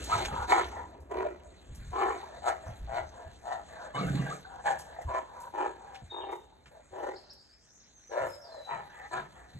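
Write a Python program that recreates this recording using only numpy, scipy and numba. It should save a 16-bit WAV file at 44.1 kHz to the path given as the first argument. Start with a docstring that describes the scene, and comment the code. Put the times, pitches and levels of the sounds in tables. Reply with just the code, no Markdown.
"""In a walled yard, a large dog runs about giving hoarse, nearly voiceless barks, with wheezing gasps
between them. Its slack vocal folds chop the air into uneven puffs that make its throat and mouth ring,
and once it snorts with flapping jowls. Paws scuff and thud on the dirt, a grainy, crackling hiss comes
and goes, and a small bird whistles from the hedge. The nearby sounds spread wide to left and right."""
import sys
import numpy as np
from scipy import signal
from scipy.fft import rfft, irfft, next_fast_len
from scipy.io import wavfile
from scipy.ndimage import uniform_filter1d
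from numba import njit

SR = 44100
rng = np.random.default_rng(int(sys.argv[2]) if len(sys.argv) > 2 else 0)


def store_pcm(level_fs):
    """Save levels as 16-bit WAV."""
    pcm = np.round(np.clip(level_fs, -1, 1) * 32767).astype(np.int16)
    wavfile.write(sys.argv[1], SR, np.atleast_2d(pcm).T)


N = 422919
TIME = np.arange(N) / SR
FREQS = np.fft.rfftfreq(N, 1 / SR) + 1e-3

# How loud the background is: t/s, open air level/dB, low drone level/dB
BACKGROUND_LEVELS = [(0, -90, -42), (1.6, -63, -57.5), (4.5, -61.5, -64), (7.3, -70.5, -68),
                     (7.6, -72.5, -78), (9.6, -62, -64.5)]
# Tone of the open air, from bass to treble: f/Hz, relative level/dB
AIR_TONE = [(20, -20.5), (55, 1), (80, -5), (130, -5), (400, -12), (800, -12.5), (1800, -24.5),
            (3500, -52.5), (7000, -57.5), (12000, -70.5)]
# Bird whistles: t/s, length/s, start f/Hz, end f/Hz, relative level/dB,
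# bend (1 is a straight slide, more settles early), quiver (share of the pitch)
BIRD_NOTES = [(6.098, 0.09, 3760, 3670, -38.5, 6.6, 0.0041), (6.201, 0.041, 3590, 2700, -41.5, 1.7, 0.018),
              (7.158, .016, 3800, 5520, -35, 1.4, 0.028), (7.24, 0.016, 3880, 4550, -55, 1.1, .02),
              (7.29, .026, 3400, 5800, -37.5, 1.2, 0.029), (7.377, 0.0495, 4620, 4860, -47.5, 1.12, 0.045),
              (7.493, 0.05, 4670, 5300, -46.5, 0.91, 0.021), (7.934, 0.2, 6490, 5900, -53, 3.7, 0.02),
              (8.282, 0.065, 5250, 5110, -45.5, 0.94, 0.018), (8.417, 0.3, 5520, 3967, -49, 4.8, 0.0074)]
# Course of the bird's twitter: t/s, relative level/dB, centre f/Hz
TWITTER_PATH = [(7.12, -51, 4800), (7.42, -48.5, 4740), (7.57, -62.5, 5220), (7.63, -46, 5920),
                (7.8, -41, 6300), (7.95, -55, 6400), (8.2, -49.5, 6360)]
# Tone of the high hiss, both in the breath and on its own: f/Hz, relative level/dB
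HISS_TONE = [(300, -45.5), (1500, 20), (2800, 12), (4200, 17.5), (5200, 2.5), (6500, 12.5), (8200, 10),
             (9500, 3.5), (10600, -2.5), (11300, -1)]
# Grainy, crackling high hiss that dips just before some barks and the snort: t/s, level/dB
HISS_LEVELS = [(0, -45), (.24, -41.5), (.33, -51), (.44, -47), (.465, -59), (.5, -39.5), (.66, -49),
               (1.02, -77), (1.4, -68.5), (1.78, -62), (2.15, -53.5), (2.3, -59.5), (3.6, -64.5),
               (3.85, -57.5), (3.925, -65), (4.0, -48.5), (4.3, -50.5), (4.45, -64), (5.9, -63.5),
               (6.55, -72), (7.05, -63), (7.3, -69.5), (7.95, -69.5), (8.2, -64.5), (8.5, -67.5),
               (8.75, -60.5), (9.58, -64.5)]
# Soft thuds of the paws: t/s, peak level/dB, f/Hz, length/s
PAW_THUDS = [(0.117, -33, 74.3, 0.063), (0.199, -42, 45, 0.098), (0.307, -37, 140.6, 0.032),
             (0.384, -37, 70.2, 0.031), (1.684, -39, 71.1, 0.044), (1.769, -40, 67.2, 0.06),
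             (1.859, -37.5, 68, 0.065), (2.659, -36.5, 76.4, 0.045), (2.792, -35, 58.8, 0.081),
             (2.964, -45, 61.4, 0.1), (3.258, -41, 92.3, 0.022), (4.043, -38, 56.4, 0.1),
             (4.645, -52.5, 145.7, 0.11), (5.047, -30, 71.8, 0.031), (6.014, -44, 80, 0.04),
             (6.665, -57, 180, 0.022), (6.905, -52.5, 70, 0.026), (8.186, -49, 105.2, 0.089),
             (8.707, -50.5, 154.2, 0.08), (9.124, -48.5, 148, 0.1), (9.544, -40, 107, 0.033)]
# Paw scuffs and smacks of the jaws: t/s, relative level/dB, strongest f/Hz, fade time/s
SCUFFS_AND_SMACKS = [(0.038, -30, 6400, 0.015), (0.249, -20, 2270, 0.01), (.325, -22.5, 505, 0.019),
                     (1, -53.5, 7760, 0.023), (1.747, -44.5, 8000, 0.027), (2.226, -50, 930, 0.0073),
                     (4.407, -49, 9200, 0.0096), (4.784, -36.5, 7250, 0.036), (5.012, -46, 7140, 0.024),
                     (5.399, -43.5, 8900, 0.04), (5.438, -44, 1300, 0.005), (5.944, -36, 2180, 0.023),
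                     (6.307, -49, 8400, 0.052), (6.658, -41, 1490, 0.019), (7.331, -49.5, 8000, 0.014),
                     (8.256, -44.5, 9000, 0.08)]
# Course of the snort: t/s, rushing air level/dB, flapping jowls level/dB
SNORT_LEVELS = [(3.925, -75, -77), (3.952, -33.5, -48), (4.0, -34, -35), (4.125, -47.5, -33.5),
                (4.19, -46, -30), (4.235, -44, -35.5), (4.27, -42.5, -44.5), (4.335, -43.5, -50),
                (4.385, -53, -58), (4.42, -67, -58)]
# Resonances of the nose (the pitches at which it rings): f/Hz, width/Hz, relative level/dB
NOSE_RESONANCES = [(463, 780, -1), (794, 420, 4.5), (1180, 160, 4.5), (1596, 390, -6.5), (2095, 120, 0),
                   (3090, 120, -11.5), (3670, 340, -16.5)]
# Breaths in: t/s, rise/s, fall/s, level/dB, wheeze f/Hz, mouth relative level/dB, main mouth f/Hz
GASP_BREATHS = [(0, 0.027, .03, -42, 660, -3.5, 1690), (.27, 0.19, .02, -36, 840, -3.5, 1460),
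                (.728, 0.063, 0.066, -39, 915, -13.5, 1770), (.88, .06, 0.057, -52.5, 650, -20, 1780),
                (2.207, 0.19, 0.11, -47, 595, -13, 1700), (2.606, .06, 0.076, -45, 633, -13.5, 1740),
                (3.1, 0.12, 0.11, -47, 688, -14, 1710), (3.676, 0.18, 0.085, -44.5, 623, -6, 1660),
                (4.44, 0.23, 0.022, -45, 770, -6.5, 1700), (4.853, 0.18, 0.032, -47, 650, -7.5, 1700),
                (5.255, 0.22, 0.045, -46, 930, -12, 1550), (5.775, 0.15, 0.12, -49, 795, -12.5, 1570),
                (6.7, 0.081, 0.043, -52, 617, -26, 1720), (8.44, 0.17, 0.055, -44, 640, -17.5, 1615),
                (8.89, 0.17, 0.043, -49, 850, -1, 1620), (9.34, 0.019, 0.22, -57, 727, -2.5, 1700)]
# Brief sung notes within barks, gasps and the snort: t/s, length/s, f/Hz, peak level/dB
YELP_NOTES = [(0.113, 0.039, 1264, -21), (0.529, 0.012, 886, -13.5), (1.248, 0.03, 615, -25),
              (2.229, 0.018, 920, -34.5), (4.986, 0.0096, 668, -32), (4.065, .055, 1466, -41.5),
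              (4.252, 0.065, 1606, -38), (4.307, 0.03, 1230, -32.5), (4.447, 0.015, 1470, -45),
              (4.671, .025, 1684, -31.5), (8.166, 0.021, 589, -26)]
# One bark a row: t/s, rise/s, fall/s, level/dB, swell to the peak/dB, throat relative level/dB,
# share by which jaw and tongue pitches start low, jaw f/Hz, tongue f/Hz, tongue relative level/dB,
# palate (roof of the mouth) f/Hz, cheek f/Hz, lip f/Hz, relative level of these three together/dB,
# cheek against palate/dB, lip against palate/dB, teeth hiss relative level/dB, jaw left minus right/dB
BARK_SHAPES = [(.076, .05, .085, -28, 6.895, -8, .06, 710, 907, 3.5, 1273, 1640, 2160, -9.5, -20, -5.5, -14.5, 1),
               (.472, .058, .075, -25.5, 6.99, -4, .03, 824, 1006, 0, 1362, 1846, 2100, -4, -8.5, -7.5, -19, 0.5),
               (1.094, .15, .05, -33, 1.987, 4, .04, 632, 970, -3, 1368, 1844, 2376, -11.5, -7, -7, -25.5, 0.5),
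               (1.914, .115, .115, -29.5, 7, -2, .08, 808, 1080, -0.5, 1326, 1820, 2200, -10, -8.5, -8.5, -25.5, 5.5),
               (2.419, .06, .05, -29.5, 6.11, -13, .06, 688, 781, -2.5, 1320, 1775, 2025, -8, -11, -11, -19, 8),
               (2.87, .115, .035, -33, 9, -14.5, .12, 734, 862, -5, 1400, 1854, 2080, -9, -10, -10, -24, 7.5),
               (3.417, .11, .065, -35, 9, -20.5, .08, 733, 850, -2.5, 1294, 1760, 1917, -10.5, -4.5, -10, -22, 6),
               (4.638, .03, .075, -27.5, 0.87, -17, .03, 686, 844, 4, 1395, 1703, 2250, -9, 4, -9, -17, 3),
               (5.068, .105, .03, -33.5, 3.057, -9.5, .04, 674, 1060, 1.5, 1307, 1748, 2220, -11.5, -6, -9, -24, 2),
               (5.526, .075, .1, -32.5, 4, 0.5, .03, 663, 926, 6, 1276, 1749, 2300, -11, -3, -10.5, -26.5, 3),
               (6.106, .225, .045, -40, 1, 3, .02, 648, 866, 6.5, 1065, 1806, 2220, -15.5, -8, -3.5, -54, 2.5),
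               (6.908, .135, .1, -37, 7, -2, .08, 600.4, 816, -2.5, 1342, 1850, 2110, -12, -4, -7.5, -23.5, 4.5),
               (8.093, .11, .085, -30.5, 8.5, -12, 0.26, 635, 980, -7.5, 1343, 1753, 2160, -9, -3, -7.5, -22.5, 4.5),
               (8.653, .06, .11, -37.5, 7, -9, .12, 682, 858, 6.5, 1305, 1793, 2320, -7.5, -3, -10.5, -30, 6),
               (9.104, .04, .08, -37, 2.4, -6.5, .03, 721, 1000, 0.5, 1293, 1764, 2200, -3.5, -5, -16, -16, 5.5)]
# Left-right phase difference at each pitch, which spreads nearby sounds wide: f/Hz, phase/rad
LEFT_RIGHT_PHASE = [(130, .2), (400, .95), (900, 1.55), (1200, 1.2), (1500, 1.5), (1850, -1.2),
                    (2400, -1.2), (2800, -1.7), (3800, -1.8), (5000, -2.75), (6500, -.4), (7150, 0),
                    (8400, 1.57), (9100, 2.9), (10300, 3.3), (11000, 4.9), (12000, 6.2)]


def undb(db):
    """Turn decibels into a number to multiply by."""
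    return 10 ** (np.asarray(db) / 20)


def unit(x):
    """Scale a signal so that its average strength (rms) is 1."""
    return x / np.sqrt(np.mean(x ** 2))


def steady(x):
    """Hold the strength near 1 from moment to moment, keeping the fast grain."""
    return x / np.sqrt(uniform_filter1d(x ** 2, size=1300) + 1e-12)


def noise():
    """White noise: all pitches equally strong."""
    return rng.standard_normal(N)


def wobble(hz):
    """A random curve of size about 1 that takes a new turn hz times a second."""
    return unit(np.interp(TIME * hz, np.arange(4000), rng.standard_normal(4000)))


def curves(table):
    """A gate that is open while the table runs, then each column joined by straight lines."""
    times, *columns = np.transpose(table)
    gate = (TIME >= times[0]) & (TIME < times[-1])
    return [uniform_filter1d(gate * 1., size=500)] + [np.interp(TIME, times, c) for c in columns]


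def held(table):
    """Time since the latest row began, then that row's values, held until the next row."""
    starts, *columns = np.transpose(table)
    row = (np.searchsorted(starts, TIME) - 1).clip(0)
    return [TIME - starts[row]] + [uniform_filter1d(c[row], size=200) for c in columns]


def over_frequency(points):
    """Join (frequency, value) points, giving each octave the same room."""
    hz, value = np.transpose(points)
    return np.interp(np.log(FREQS), np.log(hz), value)


def shape(x, gain):
    """Filter a sound with one gain for each of FREQS."""
    size = next_fast_len(N)
    gain = np.interp(np.fft.rfftfreq(size, 1 / SR), FREQS, gain)
    return irfft(rfft(x, size) * gain, size)[..., :N]


def let_through(x, kind, hz, order=2):
    """Keep the low part, the high part or a band; a higher order cuts more steeply."""
    return signal.sosfilt(signal.butter(order, hz, kind, fs=SR, output="sos"), x)


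@njit
def moving_band(x, hz, width_hz):
    """Keep the pitches around a centre that can move (a state-variable filter)."""
    y, band, low = np.empty(len(x)), 0., 0.
    for i in range(len(x)):
        tuning, damping = np.tan(np.pi * hz[i] / SR), width_hz / hz[i]
        swing = (band + tuning * (x[i] - low)) / (1 + tuning * (tuning + damping))
        band, low = 2 * swing - band, low + 2 * tuning * swing
        y[i] = damping * swing
    return y


def ring(x, hz, width_hz):
    """A resonance: pitches near hz pass and the rest fall away steeply."""
    hz = np.minimum(hz, .45 * SR) * np.ones(len(x))
    return moving_band(moving_band(x, hz, float(width_hz)), hz, float(width_hz))


def add(out, start_s, x):
    """Mix in a short sound at start_s."""
    i = int(start_s * SR)
    out[i:i + len(x)] += x[:N - i]


def pan(x, db):
    """Make a sound db louder on the left than on the right."""
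    return x * undb(np.array([db * np.ones(N), -db * np.ones(N)]) / 2)


def delayed(x, lag_s):
    """The same sound, lag_s later."""
    return np.interp(TIME - lag_s, TIME, x, left=0)


def scatter(x, fade_s):
    """Echoes off fence, wall and hedge die by 60 dB in fade_s; their bass is alike on both sides."""
    t = np.arange(SR // 2) / SR
    mid, side = rng.standard_normal((2, len(t))) * undb(-60 * t / fade_s) * (t > .003)
    side = let_through(side, "high", hz=400)
    tail = np.array([mid + side, mid - side]) / np.sqrt(2 * np.sum(mid ** 2))
    return signal.fftconvolve(x[None], tail, axes=1)[:, :N]


def widen(x):
    """Put left and right out of step at each pitch, so the sound spreads wide."""
    turn = np.exp(.5j * over_frequency(LEFT_RIGHT_PHASE))
    return np.array([shape(x[0], turn), shape(x[1], turn.conj())])


def open_air():
    """Faint outdoor air, and a far, low drone that fades over the first seconds."""
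    _, air_db, drone_db = curves(BACKGROUND_LEVELS)
    tone = undb(over_frequency(AIR_TONE))
    centre = unit(shape(noise(), tone))
    wide = unit(shape(np.array([noise(), noise()]), tone))
    drone = unit(ring(noise(), 65.5, 25)) + undb(-5) * unit(ring(noise(), 310, 570))
    return undb(air_db + wobble(2.4)) * (centre + undb(-1) * wide) + undb(drone_db) * drone


def whistles():
    """The bird's thin, quivering notes, each swelling as it slides to its last pitch."""
    attack_s, release_s, swell_db = .0019, .007, 6.5
    out = np.zeros(N)
    for start, length, start_hz, end_hz, db, bend, quiver in BIRD_NOTES:
        progress = np.linspace(0, 1, int(length * SR))
        slide_left = (1 - progress) ** bend
        hz = (end_hz + (start_hz - end_hz) * slide_left) * (1 + quiver * wobble(274.5)[:len(progress)])
        gate = np.minimum(progress * length / attack_s, (1 - progress) * length / release_s).clip(0, 1)
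        level = undb(db - swell_db * slide_left + 5.2 * wobble(67.7)[:len(progress)])
        add(out, start, gate * level * np.sin(2 * np.pi * np.cumsum(hz) / SR))
    return out


def twitter():
    """A quick, uneven run of tiny rising chirps."""
    chirps_per_s, rise_share = 80, .4
    gate, db, centre_hz = curves(TWITTER_PATH)
    progress = np.cumsum(chirps_per_s * np.exp(.33 * wobble(30))) / SR % 1
    hz = centre_hz * (1 + rise_share * (progress - .5) + .034 * wobble(60))
    level = gate * undb(db + 1.9 * wobble(49)) * np.sin(np.pi * progress) ** 2
    return level * np.sin(2 * np.pi * np.cumsum(hz) / SR)


def bird():
    """The song comes from further off, bounced by the wall and scattered by the hedge."""
    song = whistles()
    song = song + undb(-6) * delayed(song, lag_s=.018)
    leaves = undb(-13) * scatter(song, fade_s=.12)
    far_echo = scatter(song, fade_s=.65)
    return leaves + undb(-12) * (song + far_echo + scatter(twitter(), fade_s=.12))


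def hiss():
    """A grainy, high hiss; each band flickers on its own."""
    edges_hz = np.geomspace(1000, 12000, 9)
    tone = undb(over_frequency(HISS_TONE))
    bands = [shape(noise(), tone * (FREQS >= low) * (FREQS < high)) * undb(3 * wobble(22))
             for low, high in zip(edges_hz, edges_hz[1:])]
    return unit(sum(bands) * undb(1.6 * wobble(250)))


def crackling_hiss():
    """A high hiss dotted with tiny snaps; it dips just before some barks and the snort."""
    snaps_per_s, snap_fade_s = 26, .0015
    _, db = curves(HISS_LEVELS)
    snaps = (rng.random(N) < snaps_per_s / SR) * noise()
    burst = rng.standard_normal(400) * np.exp(-np.arange(400) / SR / snap_fade_s)
    crackle = unit(shape(signal.fftconvolve(snaps, burst)[:N], undb(over_frequency(HISS_TONE))))
    return undb(db + .5 * wobble(23)) * (hiss() + undb(-15) * crackle)


def thuds():
    """The dog's weight lands on soft ground in short, low swells."""
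    out, t = np.zeros(N), np.arange(SR // 2) / SR
    for start, db, hz, length in PAW_THUDS:
        rumble = unit(ring(rng.standard_normal(SR), hz, .695 * hz))[-len(t):]
        swing = np.cos(np.angle(signal.hilbert(rumble)))  # the rumble at an even strength
        swell = (2 * t / length) * np.exp(1 - 2 * t / length)
        add(out, start, undb(db) * swing * swell)
    return let_through(out, "low", hz=260, order=4)


def scuffs():
    """Scraping paws and smacking jaws make short, gritty bursts."""
    out, t = np.zeros(N), np.arange(SR // 2) / SR
    for start, db, hz, fade_s in SCUFFS_AND_SMACKS:
        grains = rng.standard_normal(len(t)) * undb(2.3 * wobble(300)[:len(t)])
        grit = unit(ring(grains, hz, 1.8 * hz))
        burst = np.exp(-t / fade_s) * (1 - np.exp(-t / (.15 * fade_s)))
        add(out, start, undb(db - 9) * grit * burst)
    return out


def yard_echoes(x):
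    """Echoes from the yard, its far wall and, later, beyond it; grass and hedge swallow the treble."""
    dull = let_through(x, "low", hz=3360)
    late = let_through(delayed(x, lag_s=.19), "band", hz=[350, 2200])
    near = undb(-5) * scatter(dull, fade_s=.11)
    wall = undb(-16.5) * scatter(delayed(dull, lag_s=.035), fade_s=.22)
    return near + wall + undb(-23.5) * scatter(late, fade_s=.43)


def rasp(hz, jitter, air, flutter_db):
    """Slack folds slap unevenly, each time with a puff of air; soft flesh makes the flow flutter."""
    cycles = np.cumsum(hz * np.exp(jitter * wobble(np.mean(hz)))) / SR
    slaps = np.diff(np.floor(cycles), prepend=0)
    puffs = noise() * (.2 + np.exp(-(cycles % 1) / .9))
    return (unit(slaps) + air * unit(puffs)) * undb(flutter_db * wobble(90))


def push(age, rise_s, fall_s, swell_db, attack_s, sag_db, release_db_per_s):
    """Level in dB of one push of air, 0 at its peak: it catches, swells, sags and is let go."""
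    onset_db, roundness = 17.5, 1.7  # a roundness of 1 gives a pointed peak
    attack = onset_db * (1 - age / attack_s).clip(0)
    swell = swell_db * ((rise_s - age) / (rise_s - attack_s).clip(.005)).clip(0, 1) ** roundness
    sag = sag_db * ((age - rise_s) / fall_s).clip(0, 1) ** roundness
    release = release_db_per_s * (age - rise_s - fall_s).clip(0)
    return uniform_filter1d(-attack - swell - sag - release, size=130)


def cavity(resonances):
    """A hollow's neighbouring resonances swing opposite ways, leaving quiet gaps between them."""
    return steady(sum((-1) ** k * ringing for k, ringing in enumerate(resonances)))


def snort():
    """Air rushes through the working nostrils while the jowls flap in a low, throbbing growl."""
    gate, air_db, jowl_db = curves(SNORT_LEVELS)
    flaps = rasp(hz=137, jitter=.071, air=.6, flutter_db=2)
    throb = 1 + .5 * np.sin(2 * np.pi * 21 * TIME)
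    jowls = throb * steady(ring(flaps, 173, 55) + undb(-13.5) * ring(flaps, 280, 65))
    air = rasp(hz=150, jitter=.1, air=1.2, flutter_db=3)
    nose = cavity(undb(db + 4 * wobble(25)) * ring(air, hz * (1 + .07 * wobble(14)), width)
                  for hz, width, db in NOSE_RESONANCES)
    rush = nose + undb(-18) * hiss()
    return gate * (pan(undb(jowl_db) * jowls, -2.1) + pan(undb(air_db) * rush, .87))


def gasps():
    """Air drawn in through a narrow throat wheezes, and stops as the next bark is readied."""
    shut_s, shut_db = .021, 18
    age, rise_s, fall_s, db, wheeze_hz, mouth_db, mouth_hz = held(GASP_BREATHS)
    bark_age = held(BARK_SHAPES)[0]
    breathing_in = uniform_filter1d((age < bark_age) * 1., size=400)
    shut = sum(np.exp(-np.minimum(abs(TIME - bark[0]) / shut_s, 10) ** 2) for bark in BARK_SHAPES)
    effort_db = push(age, rise_s, fall_s, swell_db=10, attack_s=.01, sag_db=14.5, release_db_per_s=139)
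    air = noise() * undb(2.8 * (wobble(37) + wobble(113)))
    main_ring = ring(air, wheeze_hz * (1 + .045 * wobble(22)), 85)
    wheeze = steady(main_ring + undb(-7.5) * ring(air, 862, 200) + undb(-11) * ring(air, 564, 200))
    sway = 1 + .066 * wobble(12)
    resonances = [(.64 * mouth_hz, 300, 0), (mouth_hz, 330, 4), (2350, 2700, -24)]
    mouth = cavity(undb(ring_db) * ring(air, hz * sway, width) for hz, width, ring_db in resonances)
    breath = pan(wheeze, 2.2) + undb(mouth_db) * mouth + undb(-24.5) * hiss()
    return breathing_in * undb(db + effort_db - shut_db * shut) * breath


def yelps():
    """For an instant the vocal folds catch and sing one unsteady note."""
    out = np.zeros(N)
    for start, length, hz, db in YELP_NOTES:
        progress = np.linspace(0, 1, int(length * SR))
        cycles = np.cumsum(hz * (1 + .04 * wobble(260)[:len(progress)])) / SR
        level = undb(db + 2 * wobble(270)[:len(progress)])
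        arch = np.sin(np.pi * progress ** .85) ** .91
        add(out, start, level * arch * np.sin(2 * np.pi * cycles))
    return out


def open_mouth(puffs, palate_hz, cheek_hz, lip_hz, cheek_db, lip_db):
    """Palate, cheeks, lips and teeth ring, each wavering in pitch and strength on its own."""
    resonances = [(palate_hz, 200, 0), (cheek_hz, 220, cheek_db),
                  (lip_hz, 330, lip_db), (3040, 450, lip_db - 12.5)]
    ringing = cavity(undb(db + 2 * wobble(35)) * unit(ring(puffs, hz * (1 + .031 * wobble(15)), width))
                     for hz, width, db in resonances)
    return ringing + undb(-22.5) * unit(ring(puffs, 2200, 3600))


def barks():
    """Hoarse blasts: the mouth rings brighter as the jaws open, and the throat booms as they close."""
    slap_hz, throb_hz = 128.96, 42
    (age, rise_s, fall_s, db, swell_db, throat_db, start_low, jaw_hz, tongue_hz, tongue_db,
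     palate_hz, cheek_hz, lip_hz, mouth_db, cheek_db, lip_db, hiss_db, side_db) = held(BARK_SHAPES)
    effort_db = push(age, rise_s, fall_s, swell_db, attack_s=.023, sag_db=9, release_db_per_s=200)
    still_shut = (1 - age / rise_s).clip(0, 1)
    closing = ((age - rise_s) / fall_s).clip(0, 1)
    mouth_db = mouth_db - 7.5 * still_shut
    throat_db = throat_db + 5 * (closing - .5)
    opening = (1 - start_low * still_shut) * (1 - .07 * closing ** 2)  # narrower jaws ring lower
    folds_hz = slap_hz * np.exp(.012 * effort_db.clip(-20))  # more effort, faster slaps
    folds = rasp(folds_hz, jitter=.14, air=.65, flutter_db=2)
    puffs = let_through(folds, "high", hz=280, order=4)
    sway = 1 + .041 * wobble(18)
    jaw = unit(ring(puffs, jaw_hz * opening * sway, 160))
    tongue = undb(tongue_db) * unit(ring(puffs, tongue_hz * opening * sway, 170))
    throat = undb(throat_db) * unit(ring(puffs, 385 * sway, 110))
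    body = pan(jaw + tongue, side_db) + pan(throat, -1.2)
    body = body / np.sqrt(uniform_filter1d(np.mean(body ** 2, axis=0), size=900))  # even out its level
    mouth = open_mouth(puffs, palate_hz, cheek_hz, lip_hz, cheek_db, lip_db)
    voice = body + pan(undb(mouth_db) * mouth, -1.5) + undb(hiss_db) * hiss()
    throb = np.sin(2 * np.pi * np.cumsum(throb_hz * np.exp(.25 * wobble(25))) / SR)
    growl = 1 + .5 * undb(throat_db).clip(0, 1) * throb  # throaty barks throb the most
    shudder_db = 2 * wobble(59.23)  # uneven force within a bark
    return undb(db + effort_db + shudder_db) * growl * voice


def scene():
    """The dog close by with its echoes and footsteps, hiss and open air, and the bird further off."""
    dog = barks() + gasps() + yelps() + snort()
    echoes = yard_echoes(dog.mean(0))
    birdsong = bird()
    return widen(dog + echoes + crackling_hiss() + thuds() + scuffs() + open_air()) + birdsong


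def record(dry):
    """The highest treble is cut off steeply."""
    top_hz = 12000
    return signal.sosfilt(signal.ellip(8, .2, 70, top_hz, fs=SR, output="sos"), dry)


dry = scene()
out = record(dry)
store_pcm(out)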